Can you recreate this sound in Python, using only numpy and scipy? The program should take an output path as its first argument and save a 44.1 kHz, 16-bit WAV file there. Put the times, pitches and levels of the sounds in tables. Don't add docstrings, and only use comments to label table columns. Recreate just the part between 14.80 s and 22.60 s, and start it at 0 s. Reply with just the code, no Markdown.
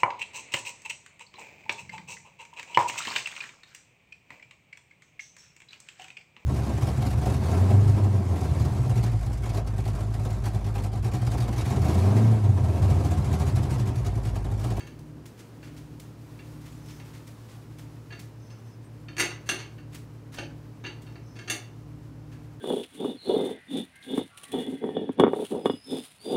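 import sys
import numpy as np
from scipy import signal
from scipy.fft import rfft, irfft, next_fast_len
from scipy.io import wavfile

SR = 44100
rng = np.random.default_rng(int(sys.argv[2]) if len(sys.argv) > 2 else 0)


def output_pcm(signal):
    pcm = np.clip(np.atleast_2d(signal).T, -1, 1) * 32767
    wavfile.write(sys.argv[1], SR, np.round(pcm).astype(np.int16))


N = 343980
TIME = np.arange(N) / SR
RING_TIME = np.arange(SR // 2) / SR

# frequency in Hz, relative spectral level in dB.
RUSH_COLOUR = [(22, -32), (45, -8.5), (70, -4.5), (110, -0.5), (180, 0), (280, 0.5), (380, -4.5),
               (480, -6.5), (700, -18.5), (1200, -60.5)]
# time in seconds, level in dB.
RUSH_LEVEL = [(0, -49.5), (1.2, -51.5), (2, -51.5), (4, -53), (6, -51.5), (7.8, -53)]
# frequency in Hz, relative spectral level in dB.
HISS_COLOUR = [(290, -6), (500, -3), (1010, -3), (1070, -5), (3020, -17), (3340, -24), (5370, -21),
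               (15600, -56)]
# frequency in Hz, relative spectral level in dB.
RUSTLE_COLOUR = [(300, -8), (900, 8), (2000, 1), (4000, -1), (7000, -3.5), (10000, -6), (15500, -9)]
# time in seconds, relative level in dB.
RUSTLE_LEVEL = [(0.0, -68.5), (0.42, -71), (0.78, -67), (1.27, -68), (1.68, -64), (2.22, -62.5),
                (2.43, -65.5), (4.2, -71)]
# frequency in Hz, level in dB.
HUM_TONES = [(59.1, -58), (75.1, -64), (137.94, -63), (150.2, -51), (165.98, -68), (240.02, -68),
             (257.92, -65), (262.78, -66), (300.44, -56)]
# time in seconds, motor level in dB.
THROB_LEVEL = [(0, -52), (1, -51), (1.5, -48), (2.5, -48), (3.5, -46), (7.8, -47)]
# start in seconds, strength in dB,
# chatter length in seconds, treble in dB, weight of the paw from 0 to 1.
NUDGES = [(.001, -23, .012, -8, 0.93), (.069, -28, .006, -9, 0.86), (.595, -37, 0.0057, -2, 1),
          (.829, -27.5, .0015, -24, 1), (1.591, -27.5, .0011, -33, 0.65), (2.200, -28.5, .0013, -13, 0.97),
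          (3.305, -25.5, 0.0039, -19, 0.73), (3.322, -20, 0.012, -16, 0.77), (3.700, -33, 0.017, -6, 1),
          (4.284, -23, 0.0038, -17, 0.76), (4.367, -17.5, .002, -2.5, 0.9), (4.382, -10, .002, -1.5, 0.98),
          (4.39, -12.5, 0.0086, 3, 0.57), (4.660, -28.5, 0.022, 1, 0.8), (4.980, -31.5, .008, -20, 0.7),
          (5.534, -28, .04, -14, 0.8), (5.575, -22.5, 0.0076, -13, 0.62),
          (5.585, -11.5, .0026, -10.5, 0.83), (6.040, -19, .008, -18, 0.78), (6.05, -19, 0.0029, -30, .15),
          (6.062, -17, 0.0063, -16, 0.14), (6.265, -30, .015, -21, 0.86), (6.356, -28, .001, -23, 1),
          (6.556, -26.5, .015, -7, 1), (6.590, -21, .004, -9.5, 1), (6.677, -15, .008, -7.5, 0.93),
          (7.518, -33.5, .02, -16, 1)]
# start in seconds, strength in dB,
# chatter length in seconds, treble in dB, last wobble in dB below the drop.
DROPS = [(4.398, -.5, .007, -1.5, 19), (4.690, -4, .002, -1.5, 13), (6.6995, -6.5, .0016, 1.5, 31)]
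# frequency in Hz, relative spectral level in dB.
CLACK_COLOUR = [(50, -40), (150, -7), (350, -5.5), (600, -3.5), (800, -4), (1050, -9), (1400, -3.5),
                (1900, 0), (2850, -3), (3300, -4.5), (4100, -9.5), (4550, -1), (5000, -19.5), (6350, -0.5),
                (7100, -14), (8000, -19), (15500, -26)]
# frequency in Hz, relative level in dB, seconds to fall 60 dB.
LID_MODES = [(1229, -11, .16), (1425, -11, .22), (1676, -6, .18), (1741, -3, .16), (1797, -6, .16),
             (2046, -16, .18), (2230, -7.5, .22), (2725, -2, .18), (2779, 7.5, .17), (2835, 1, .17),
             (3135, -8, .2), (3592, -7, .22), (3788, -8, .22), (3930, -13, .2), (4445, -6, .2),
             (4580, -3.5, .25), (4790, -11, .15), (5915, -4, .18), (6300, -1, .2), (6440, -3, .2),
             (6570, -4, .2), (7385, -7, .21), (8530, -5, .17), (8642, -1, .18), (8860, -4, .18),
             (9690, -13, .2), (10950, -4, .18), (11230, -13, .18), (11742, -12, .17), (13650, -14, .12),
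             (14580, -14, .12)]
# frequency in Hz, relative level in dB, seconds to fall 60 dB.
BOWL_MODES = [(184, -5, 0.075), (313, -3.5, 0.18), (347.6, -0.5, 0.24), (373, 1, 0.22), (411.4, -8, 0.08)]
# frequency in Hz, gain in dB under the paw's full weight.
PAW_COLOUR = [(1200, 3.5), (1450, 0), (1720, -1), (2050, -4), (2250, 0.5), (2700, -10.5), (2830, -16),
              (3200, -25), (4000, -17), (4400, -8), (4600, -4), (5000, -15), (6300, -10), (8600, -6)]
# frequency in Hz, seconds to fall 60 dB.
ROOM_DECAY = [(150, 0.18), (500, 0.52), (2000, 0.36), (5000, 0.33), (10000, 0.27), (16000, 0.27)]
# start in seconds, relative level in dB, scratch length in seconds.
TICKS = [(.070, -22, .005), (.188, -21.5, 0.0086), (.455, -14, 0.0097), (.588, -14, 0.021),
         (.821, -14, 0.06), (.963, -14.5, 0.021), (1.198, -12.5, 0.0047), (1.853, -16, 0.025),
         (2.081, -12, 0.03), (2.329, -13.5, 0.042), (2.468, -15, 0.013), (2.686, -15.5, 0.035),
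         (2.984, -14, 0.014), (3.392, -10.5, 0.011), (4.656, -19, 0.045), (5.120, -13.5, 0.036),
         (5.144, -9, 0.011), (5.52, -7.5, 0.039), (6.218, -18.5, .011), (7.515, -22, 0.022)]
# frequency in Hz, relative spectral level in dB.
TICK_COLOUR = [(300, -21), (1000, 0), (2200, 5.5), (4000, 3), (6500, 3), (10000, -0.5), (13000, -4.5),
               (15500, -3.5)]
# start in seconds, length in seconds, lowest tone in Hz, relative level in dB.
SQUEAKS = [(1.87, 0.11, 6900, -70), (1.999, .26, 5320, -64), (3.578, 0.24, 5220, -67.5),
           (3.828, 0.14, 5200, -69), (4.034, 0.054, 8150, -68), (6.3, 0.07, 5330, -69),
           (6.417, 0.22, 5250, -66)]
# Hz above the lowest, relative level in dB.
SQUEAK_TONES = [(0, 4.5), (440, 0), (940, 4)]


def gain_of(db):
    return 10 ** (np.asarray(db) / 20)


def unit(x):
    return x / np.sqrt(np.sum(x ** 2) + 1e-20)


def read(points, hz):
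    point_hz, value = np.transpose(points)
    return np.interp(np.log(hz + 1), np.log(point_hz), value)


def level(curve):
    return gain_of(np.interp(TIME, *np.transpose(curve)))


def add(mix, start_s, sound):
    part = mix[max(round(start_s * SR), 0):][:len(sound)]
    part += sound[:len(part)]


def noise(colour, size):
    hz = np.fft.rfftfreq(size, 1 / SR)
    phases = np.exp(2j * np.pi * rng.random(len(hz)))
    return unit(irfft(gain_of(read(colour, hz)) * phases, size)) * np.sqrt(size)


def wander(rate_hz):
    return noise([(rate_hz, 0), (2 * rate_hz, -30), (4 * rate_hz, -120)], N)


def decay(t60):
    return np.exp(-np.log(1000) * RING_TIME / t60)


def coloured(x, db, size):
    return irfft(rfft(x, size) * gain_of(db), size)[:len(x)]


def air(hiss_db=-60.5):
    return level(RUSH_LEVEL) * noise(RUSH_COLOUR, N) + gain_of(hiss_db) * noise(HISS_COLOUR, N)


def hum(motor_hz=112.66, mains_hz=120.02, mains_db=-6, peak_s=0.06, waver=0.4):
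    tones = sum(gain_of(db) * np.cos(2 * np.pi * (hz * TIME + rng.random())) for hz, db in HUM_TONES)
    motor = np.exp(2j * np.pi * (motor_hz * TIME + rng.random()))
    beat = 1 + gain_of(mains_db) * np.exp(2j * np.pi * (mains_hz - motor_hz) * (TIME - peak_s))
    throb = level(THROB_LEVEL) * (motor * beat).real
    return np.sqrt(2) * (tones * (1 + waver * wander(rate_hz=2.54)) + throb)


def rustle(gain_db=5, flutter_db=1):
    swell = level(RUSTLE_LEVEL) * noise(RUSTLE_COLOUR, N)
    return swell * gain_of(gain_db + flutter_db * wander(rate_hz=12))


def contacts():
    for nudge in NUDGES:
        yield *nudge, 2, 2.5
    for start, db, chatter_s, treble_db, wobble_db in DROPS:
        yield start, db, chatter_s, treble_db, 0, -3.5, -5.5
        yield start + 0.006, db - 5, 0.0071, treble_db, 0, -3.5, -5.5
        yield start + 0.024, db - 13, 0.018, -5, 0, -4, 10.5
        yield start + 0.092, db - wobble_db, 0.028, -6.5, 0, -4, -3


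def chatter(sound, length_s, rebound=0.61, hits_per_s=800):
    hits = np.zeros(SR // 10)
    when, strength = rng.random(64), rng.standard_normal(64)
    count = int(np.clip(length_s * hits_per_s, 1, len(when)))
    at = np.clip(when[:count] * length_s * SR, 1, len(hits) - 1).astype(int)
    hits[at] = rebound * strength[:count]
    hits[0] = 1
    return unit(signal.fftconvolve(sound, hits))


def metal_ring(modes, flat_hz, rise_s, jostle_hz, spread_db):
    hz, db, t60 = np.transpose(modes)[:, :, None]
    t, step = RING_TIME, SR // 500
    jostle = np.repeat(rng.standard_normal((len(hz), len(t) // step + 1)), step, 1)[:, :len(t)]
    turns = rng.random(hz.shape) + np.cumsum(hz - flat_hz + jostle_hz * jostle, 1) / SR
    waves = np.sin(2 * np.pi * turns) * decay(t60)
    weight = gain_of(db + spread_db * rng.standard_normal(db.shape))
    return unit(weight[:, 0] @ waves * (1 - np.exp(-t / rise_s)))


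def lid(gain_db=9, clack_db=-6, bowl_db=-10, clack_t60=0.04, treble_hz=4800, paw_flat_hz=25):
    clacks, rings = np.zeros((2, N))
    size = next_fast_len(len(RING_TIME) + SR // 8)
    hz = np.fft.rfftfreq(size, 1 / SR)
    treble_slope = np.log2(1 + (hz / treble_hz) ** 6) / 4
    for start, db, chatter_s, treble_db, paw, ring_db, thud_db in contacts():
        clack = chatter(noise(CLACK_COLOUR, len(RING_TIME)) * decay(clack_t60), chatter_s)
        flat_hz, rise_s = paw * paw_flat_hz, chatter_s / 2
        ring = metal_ring(LID_MODES, flat_hz, rise_s, jostle_hz=34.6, spread_db=0.4)
        thud = metal_ring(BOWL_MODES, flat_hz, rise_s + 0.004, jostle_hz=30.2, spread_db=2)
        contact_db = db + treble_db * treble_slope
        add(clacks, start, coloured(clack, contact_db + clack_db, size))
        add(rings, start, coloured(ring, contact_db + ring_db + paw * read(PAW_COLOUR, hz), size))
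        add(rings, start, gain_of(db + thud_db + bowl_db) * thud)
    return gain_of(gain_db) * clacks, gain_of(gain_db) * rings


def room(sound, build_s=0.0044, echoes_per_s=4000):
    echoes = rng.standard_normal(len(RING_TIME)) * (rng.random(len(RING_TIME)) < echoes_per_s / SR)
    hz, t, bands = signal.stft(echoes * (1 - np.exp(-RING_TIME / build_s)), SR, nperseg=256)
    fade = np.exp(-np.log(1000) * t / read(ROOM_DECAY, hz)[:, None])
    tail = signal.istft(bands * fade, SR)[1]
    return signal.fftconvolve(sound, unit(tail))[:N]


def faint_ticks(length_s, count=8, lowest_db=-24, range_db=2):
    chance = np.cumsum(level(RUSTLE_LEVEL) ** 4)
    when, strength = rng.random((count, 2)).T
    starts = np.interp(when, chance / chance[-1], TIME)
    return [(start, db, length_s) for start, db in zip(starts, lowest_db + range_db * strength)]


def ticks(gain_db=-11, typical_s=0.012, wash_t60=0.3, pivot_hz=5000):
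    out = np.zeros(N)
    hz, colour_db = np.transpose(TICK_COLOUR)
    grain_times = RING_TIME[::40]
    for start, db, length_s in list(TICKS) + faint_ticks(typical_s):
        db_per_octave = -0.56 - 1.35 * np.log2(length_s / typical_s)
        colour = np.transpose([hz, colour_db + db_per_octave * np.log2(hz / pivot_hz)])
        grains = gain_of(4.5 * np.interp(RING_TIME, grain_times, rng.standard_normal(len(grain_times))))
        power = unit(grains * np.sqrt(RING_TIME) * np.exp(-(RING_TIME / length_s) ** 2)) ** 2
        wash = abs(signal.fftconvolve(power, unit(decay(wash_t60)) ** 2)[:len(power)])
        add(out, start, gain_of(db) * noise(colour, len(power)) * np.sqrt(power + wash))
    return gain_of(gain_db) * out


def squeaks(gain_db=-7, sag_hz=50, jitter_hz=40, flutter_db=4):
    out = np.zeros(N)
    for above_hz, tone_db in SQUEAK_TONES:
        jitter = jitter_hz * wander(rate_hz=280)
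        flutter = gain_of(flutter_db * wander(rate_hz=45))
        for start, length_s, hz, db in SQUEAKS:
            at = np.flatnonzero((TIME > start) & (TIME < start + length_s))
            progress = np.linspace(0, 1, len(at))
            pitch_hz = hz + above_hz - sag_hz * progress + jitter[at]
            envelope = flutter[at] * np.sqrt(abs(np.sin(np.pi * progress)))
            out[at] += gain_of(db + tone_db) * envelope * np.sin(2 * np.pi * np.cumsum(pitch_hz) / SR)
    return gain_of(gain_db) * out


def scene(clack_wet_db=-1, ring_wet_db=-11, lean_db=0.02):
    clacks, rings = lid()
    bowl = clacks + rings + room(gain_of(clack_wet_db) * clacks + gain_of(ring_wet_db) * rings)
    centre = ticks() + squeaks() + hum() + rustle() + air()
    return np.array([bowl * gain_of(-lean_db) + centre, bowl * gain_of(lean_db) + centre])


def record(dry):
    lowpass = signal.firwin(511, 15740, window=("kaiser", 9), fs=SR)
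    return signal.oaconvolve(dry, lowpass[None], "same")


dry = scene()
out = record(dry)
output_pcm(out)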